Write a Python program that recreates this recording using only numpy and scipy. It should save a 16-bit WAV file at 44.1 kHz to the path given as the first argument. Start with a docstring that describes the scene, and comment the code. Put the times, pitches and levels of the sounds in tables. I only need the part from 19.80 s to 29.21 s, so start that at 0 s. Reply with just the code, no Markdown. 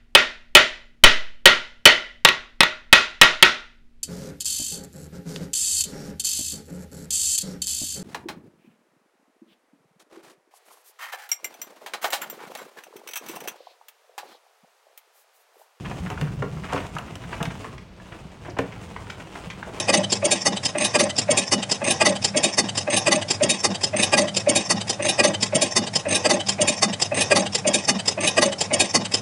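"""Short bursts of steel-on-steel chatter, close to the microphone: a chain machine in a workshop.
It makes two links on each turn of its camshaft, each by the same strokes of cutter, pawl, bender and
pliers; once a turn the pliers swing over and back, dragging the chain. The steel bed rings with the
strokes, the cams knock the cast frame into low booms, and the motor hums underneath."""
import sys
import numpy as np
from scipy import signal
from scipy.fft import rfft, irfft, next_fast_len
from scipy.io import wavfile
from scipy.ndimage import map_coordinates

SR = 44100
rng = np.random.default_rng(int(sys.argv[2]) if len(sys.argv) > 2 else 0)


def waveform_to_disk(signal):
    """Save audio, clipped to [-1, 1], as 16-bit WAV at the path in sys.argv[1]."""
    frames = np.transpose(np.atleast_2d(signal))
    scaled = np.clip(frames, -1, 1) * 32767
    samples = np.round(scaled).astype(np.int16)
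    wavfile.write(sys.argv[1], SR, samples)


N = 414981
TIME = np.arange(N) / SR
TURN_S, FIRST_TURN_S = 1.0608, -0.443   # the camshaft runs steadily and is already in mid-turn
TURN_STARTS = np.arange(FIRST_TURN_S, N / SR, TURN_S)
CUTOFF_HZ = 11445


def from_db(db):
    """Decibels to gain."""
    return 10 ** (np.asarray(db) / 20)


def rms_one(x):
    """Scale to unit rms."""
    return x / np.sqrt(np.mean(x ** 2) + 1e-20)


def gain_at(points, hz):
    """Gain of a (Hz, dB) spectrum, joined on a log-frequency axis."""
    knots, db = np.transpose(points)
    return from_db(np.interp(np.log(hz + 1), np.log(knots), db))


def resonance(hz, centre, width):
    """Response of one damped mode, 1 at its centre."""
    return 1 / (1 + 2j * (hz - centre) / width)


def drift(rate, size=N):
    """A smooth random curve with a spread near 1, changing about rate times a second."""
    steps = np.arange(0, size + 32, 32)
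    slow = map_coordinates(rng.standard_normal(1024), [steps / SR * rate + 8], order=3, mode="wrap")
    return np.interp(np.arange(size), steps, slow)


def swell(t, rise, fade):
    """An envelope that builds up to 1 at t = 0 and lets go again."""
    span_s = np.maximum(np.where(t < 0, rise, fade), 1e-3)
    return np.exp(-2 * np.abs(t / span_s) ** 1.8)


def add(track, sound, start):
    """Mix a sound in at a time in seconds."""
    at = int(round(start * SR))
    first, last = max(at, 0), min(at + len(sound), N)
    if last > first:
        track[first:last] += sound[first - at:last - at]


def workshop(x, t60, first_echo_s, size=32768):
    """Dense, dull reflections reach the microphone from the walls and the machine's own body."""
    # The colour of the room. Each row: frequency in Hz, level in dB.
    room_tone = [(100, -12.5), (600, -7), (1500, -18), (4500, -20), (9000, -26)]
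    t = np.arange(size) / SR
    echoes = rng.standard_normal(size) * from_db(-60 * t / t60) * (t > first_echo_s)
    colour = gain_at(room_tone, np.fft.rfftfreq(size, 1 / SR))
    echoes = irfft(rfft(echoes / np.linalg.norm(echoes)) * colour)
    return signal.fftconvolve(x, echoes)[:N]


def motor(waver, waver_hz):
    """Hum tones close in pitch beat and waver, over the steady noise of the gears."""
    # The hum of motor and drive. Each row: frequency in Hz, level in dB.
    hum_tones = [(93.5, -47), (100.5, -46.5), (107.5, -45), (199, -49.5)]
    # The running noise of motor and gears. Each row: frequency in Hz, level in dB.
    gear_spectrum = [(40, -13.5), (70, -28.5), (100, -23), (140, -17), (200, -20.5), (400, -35.5),
                     (600, -25), (1000, -36.5), (1600, -37.5), (3500, -45), (6000, -42.5), (10000, -48)]
    hum = 0
    for hz, db in hum_tones:
        wobble = 1 + waver * (drift(waver_hz) + 1j * drift(waver_hz))
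        hum = hum + from_db(db) * rms_one((wobble * np.exp(2j * np.pi * hz * TIME)).real)
    size = next_fast_len(N)
    colour = gain_at(gear_spectrum, np.fft.rfftfreq(size, 1 / SR))
    gears = irfft(rfft(rng.standard_normal(size)) * colour, size)[:N]
    return hum + gears


def load_gain(off_at_s, dip_db, ease_s, return_s):
    """The load comes off the drive at the end of each turn, and the motor's level dips."""
    t = (TIME - FIRST_TURN_S - off_at_s + TURN_S / 2) % TURN_S - TURN_S / 2
    return from_db(-dip_db * swell(t, ease_s, return_s))


def boom(t, rise, fade, hz, rough, wander_hz, sharp=0.069):
    """A frame mode swells and dies: sharp while the cam presses on it, shaken in strength and phase."""
    shake = drift(wander_hz, size=len(t)) + 1j * drift(wander_hz, size=len(t))
    pitch = hz * (1 + sharp * (t < 0) * (1 - swell(t, rise, fade)) * np.exp(-np.abs(t) / 0.031))
    tone = np.exp(2j * np.pi * (np.cumsum(pitch) / SR + rng.random())) * (1 + rough * shake)
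    return swell(t, rise, fade) * rms_one(tone.real)


def frame_drone(at_s, level_db, swing_db, period_s, strongest_s, size=32768):
    """Late in each turn the frame drones under load, waxing and waning from turn to turn."""
    out, t = np.zeros(N), (np.arange(size) - size // 2) / SR
    for start in TURN_STARTS:
        db = level_db + swing_db * np.cos(2 * np.pi * (start - strongest_s) / period_s)
        tone = boom(t, rise=0.24, fade=0.26, hz=198, rough=0.35, wander_hz=30, sharp=0.01)
        add(out, from_db(db) * tone, start + at_s + t[0])
    return out


def cam_knocks(uneven_db, pivot_hz, shake_per_cycle, size=12288):
    """Cam knocks ring all the frame's modes: the loud knocks near 600 Hz, the two soft ones low."""
    # The knocks of one turn. Each row: seconds into the turn, level in dB, bass weight in dB per
    # octave below pivot_hz, ring length as a factor.
    knocks = [(0.048, -28.5, 3.5, 0.54), (0.088, -38.5, 8.5, 0.74), (0.34, -23, -7, 1),
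              (0.395, -24, -4.5, 1.57), (0.537, -18, -5, 0.68), (0.589, -19, -3, 0.73),
              (0.624, -22.5, -9, 1.63), (0.875, -16.5, -14.5, 0.82), (0.904, -18, -9, 0.46),
              (0.966, -24, -2.5, 0.95)]
    # The frame's modes, the low ones slower to build. Each row: frequency in Hz, seconds from knock
    # to peak, swell and fade in seconds at ring length 1, relative level in dB.
    frame_modes = [(198.2, 0.04, 0.034, 0.03, -0.9), (213.7, 0.01795, 0.015, 0.022, -4),
                   (270.3, 0.01383, 0.015, 0.034, -7), (329, 0.01297, 0.015, 0.053, -5.5),
                   (568, 0.00094, 0.01, 0.019, -2.5), (606, 0.00198, 0.0083, 0.034, -1.5)]
    out, t = np.zeros(N), (np.arange(size) - size // 3) / SR
    for at, knock_db, weight_db, length in knocks:
        for hz, lag, rise, fade, mode_db in frame_modes:
            db = knock_db + mode_db + weight_db * np.log2(pivot_hz / hz)
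            for start in TURN_STARTS:
                knock = boom(t, rise * length, fade * length, hz, 0.6, wander_hz=shake_per_cycle * hz)
                gain = from_db(db + uneven_db * rng.standard_normal())
                add(out, knock * gain, start + at + lag + t[0])
    return out


def overtones(hz, low_hz, count, width):
    """The many fine modes of a steel piece, from about low_hz up; rms 1 below the cutoff."""
    centres = np.linspace(low_hz, CUTOFF_HZ, count) + rng.normal(0, 63.0, count)
    phases = np.exp(2j * np.pi * rng.random(count))
    modes = sum(phase * resonance(hz, centre, width) for phase, centre in zip(phases, centres))
    return modes / np.sqrt(np.mean(np.abs(modes[hz < CUTOFF_HZ]) ** 2))


def steel_bed(clatter, fine_db, size=16384):
    """The steel bed rings on after the strokes, in a few main modes and many fine ones."""
    # The bed's main modes. Each row: frequency in Hz, width in Hz, gain in dB.
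    bed_modes = [(1172, 52, -1), (2098, 41, -4), (2453, 39, 1), (2960, 15, -12.5), (3317, 48, 5),
                 (3600, 11, 3), (4900, 28, -37), (5900, 94, -10)]
    hz = np.fft.rfftfreq(size, 1 / SR)
    main = sum(from_db(db) * resonance(hz, centre, width) for centre, width, db in bed_modes)
    fine = from_db(fine_db) * overtones(hz, low_hz=897.0, count=40, width=71) / np.hypot(1, hz / 4500)
    return signal.fftconvolve(clatter, irfft(main + fine))[:N]


def turn_strokes(second_cut_late_s=0.005):
    """All strokes of one turn: a link in each half, and one swing of the pliers."""
    # The strokes that make a link. Each row: part, peak in seconds into the half turn, swell and fade
    # in seconds, relative force in dB, treble tilt in dB per octave.
    link_strokes = [("cutter", 0.049, 0.015, 0.023, -8, 0), ("levers", 0.112, 0.022, 0.028, -14.5, -10),
                    ("feed pawl", 0.155, 0.014, 0.012, -18, 0), ("levers", 0.217, 0.009, 0.016, -19, 2.5),
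                    ("link bender", 0.24, 0.01, 0.016, -10, 0.36), ("levers", 0.271, 0.016, 0.027, -18, 0),
                    ("cam follower", 0.339, 0.011, 0.023, -13, 0),
                    ("plier grip", 0.4312, 0.012, 0.025, -10, 0), ("levers", 0.465, 0.067, 0.075, -17, -6)]
    # The pliers swing over and back and drag the chain. Rows as above, timed within the whole turn.
    swing_strokes = [("levers", 0.002, 0.023, 0.019, -21, 1.5),
                     ("wire and chain", 0.366, 0.0065, 0.014, -17, -0.5),
                     ("cam follower", 0.392, 0.014, 0.017, -13.5, 0),
                     ("wire and chain", 0.402, 0.027, 0.024, -13.5, -0.7),
                     ("plier turn", 0.538, 0.018, 0.016, -2.14, 0),
                     ("wire and chain", 0.618, 0.012, 0.015, -17.5, 2.3),
                     ("plier return", 0.896, 0.012, 0.015, -5, 0),
                     ("levers", 0.928, 0.054, 0.035, -14.5, -11),
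                     ("wire and chain", 1.003, 0.015, 0.031, -22.5, -1)]
    second_link = [(part, at + TURN_S / 2 + second_cut_late_s * (part == "cutter"), *rest)
                   for part, at, *rest in link_strokes]
    return link_strokes + second_link + swing_strokes


def chatter(per_s, spread_db, size):
    """Rough steel faces meet in a hail of tiny impacts of uneven size."""
    hits = rng.random(size) < per_s / SR
    signs = rng.choice([-1, 1], size)
    strengths = from_db(spread_db * np.clip(rng.standard_normal(size), -2, 2))
    return rms_one(hits * signs * strengths)


def tools(uneven_db, play_s, clink_hz, baffle_hz, tilt_from_hz, size=8192):
    """Each stroke is a burst of chatter that follows the contact pressure, coloured by its part."""
    # How the parts make contact. Each entry: tiny impacts per second, strength of the fine ringing.
    contact = { "cutter": (13000, 0.65), "feed pawl": (8000, 0.16), "link bender": (10000, 0.34),
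               "plier grip": (12000, 1), "plier turn": (9000, 0.77), "plier return": (5400, 0.93),
               "wire and chain": (1300, 1.9), "cam follower": (4000, 1), "levers": (1500, 1.63), }
    # The resonances of each part. Each row: frequency in Hz, width in Hz, lift in dB.
    part_modes = { "cutter": [(809, 13, 11), (1073, 50, 11.5), (1242, 100, 11), (1640, 15, 4),
                  (2015, 79, 17.5), (2300, 53, 7), (2480, 48, 6), (2943, 13, 15.5), (3190, 120, 6.5),
                  (3620, 130, 9.5), (4500, 160, 11), (5900, 1570, 12)], "feed pawl": [(2004, 17, 10.5),
                  (3080, 106, 19.5), (3740, 35, 12), (3910, 30, 11), (4190, 77, 13.5), (4720, 81, 13),
                  (6170, 110, 10), (7870, 670, 16)], "link bender": [(1056, 8.6, 11.5), (2000, 24, 10),
                  (2620, 150, 5.5), (3123, 100, 16), (3100, 48, 3), (4294, 81, 16), (5110, 194, 17.5),
                  (5850, 180, -10), (5800, 200, 13), (7390, 500, 20.5), (9230, 190, 18)],
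                  "plier grip": [(765, 45, 9.5), (1135, 53, 12), (1623, 26, 13.5), (1820, 120, 8),
                  (2314, 68, 5.5), (2473, 88, 11.5), (2996, 59, 14.5), (3318, 19, 1), (3750, 18.5, 12.5),
                  (4300, 15, -8), (5800, 180, 1.5)], "plier turn": [(1170, 118, 17.5), (1330, 65, 6),
                  (1625, 32, 16.5), (1950, 270, 11), (1920, 140, 4.5), (2465, 79, 16), (2936, 30, 7),
                  (3150, 120, 11.5), (3270, 25, 2), (5000, 273, 9), (8140, 690, 13)],
                  "plier return": [(1310, 35, 21.5), (1610, 28, 2), (1886, 18, 21.5), (2196, 88, 13.5),
                  (2820, 470, 15.5), (6620, 570, 20), (8890, 380, 22.5)], "wire and chain": [(1119, 98, 20),
                  (1757, 20, 19.5), (2026, 124, 13.5), (2530, 180, 15), (3320, 430, 10), (6380, 180, 14),
                  (8130, 1000, 14), (8850, 207, 22)], "cam follower": [(1173, 61, 2.5), (2070, 105, 9.5),
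                  (2520, 170, 11)], "levers": [(1050, 67, 11.5), (1886, 75, 8.5), (2540, 150, 6),
                  (3260, 220, 8), (3730, 85, 6.5), (4930, 88, 8.5), (5430, 246, 15.5), (6080, 150, 9.5),
                  (7140, 1200, 9)], }
    # The frequencies in Hz at which the parts' broad tone is set.
    tone_hz = [250, 600, 1500, 4500, 9000]
    # The broad tone of the parts. Each entry: a relative level in dB at each of tone_hz.
    tone_db = { "cutter": (-2, 0, -12.5, -13.5, -6), "feed pawl": (-12, 3, -5, -12, -17.5),
               "link bender": (-0.5, 0, -11.5, -13, -19.5), "plier grip": (0, -2.5, -19, 1, -0.5),
               "plier turn": (-10.5, -0.5, -26.5, -12.5, -19.5), "plier return": (5.5, -7, -33, -18, -25.5),
               "wire and chain": (1, -6, -27, -10, -24.5), "cam follower": (-10, -1, -8.5, -27, -40),
               "levers": (-16.5, -1.5, -15.5, -15.5, -20), }
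    out, hz = np.zeros(N), np.fft.rfftfreq(size, 1 / SR)
    t = (np.arange(size) - size // 3) / SR
    radiated = hz ** 3 / np.hypot(hz ** 3, baffle_hz ** 3)   # small parts radiate hardly any bass
    treble_octaves = np.log2(np.hypot(1, hz / tilt_from_hz))
    for part, at, rise, fade, force_db, tilt_db in turn_strokes():
        per_s, ringing = contact[part]
        body = np.prod([1 + (from_db(db) - 1) * resonance(hz, centre, width)
                        for centre, width, db in part_modes[part]], axis=0)
        # a stroke lands on the same spot on every turn, so it keeps its own clink
        clink = 1 + ringing * overtones(hz, clink_hz, count=36, width=172)
        clink /= np.hypot(1, ringing * (hz > clink_hz))
        tone = gain_at(list(zip(tone_hz, tone_db[part])), hz)
        colour = radiated * body * clink * tone * from_db(tilt_db * treble_octaves)
        pressure = from_db(force_db) * swell(t, rise, fade)
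        for start in TURN_STARTS:
            strength, late = rng.standard_normal(2)   # play in the joints: no two strokes are alike
            burst = chatter(per_s, spread_db=1.37, size=size) * pressure * from_db(uneven_db * strength)
            add(out, irfft(rfft(burst) * colour), start + at + play_s * late + t[0])
    return out


def scene():
    """One microphone close to the machine, with a little of the workshop behind it."""
    clatter = tools(uneven_db=0.5, play_s=0.0006, clink_hz=2282, baffle_hz=145, tilt_from_hz=3400)
    clatter *= from_db(-1.17)
    ring = steel_bed(clatter, fine_db=-2.5)
    booms = cam_knocks(uneven_db=0.17, pivot_hz=600, shake_per_cycle=0.1596)
    drone = frame_drone(at_s=0.77, level_db=-38, swing_db=5.5, period_s=2.38, strongest_s=1.78)
    machine = clatter + ring + booms + drone
    room = workshop(machine, t60=0.25, first_echo_s=0.00626)
    load = load_gain(off_at_s=1.019, dip_db=12, ease_s=0.048, return_s=0.068)
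    return (machine + room + load * motor(waver=1.0, waver_hz=7))[None]


def record(dry):
    """The microphone's bass and treble roll off, the tallest peaks are rounded, and the top is cut."""
    thin = signal.sosfilt(signal.butter(4, 85, "high", fs=SR, output="sos"), dry)
    soft = signal.sosfilt(signal.butter(10, 9900, fs=SR, output="sos"), thin)
    rounded = 0.68 * np.cbrt(np.tanh((soft / 0.68) ** 3))
    return signal.sosfilt(signal.cheby2(18, 60, CUTOFF_HZ, fs=SR, output="sos"), rounded)


dry = scene()
out = record(dry)
waveform_to_disk(out)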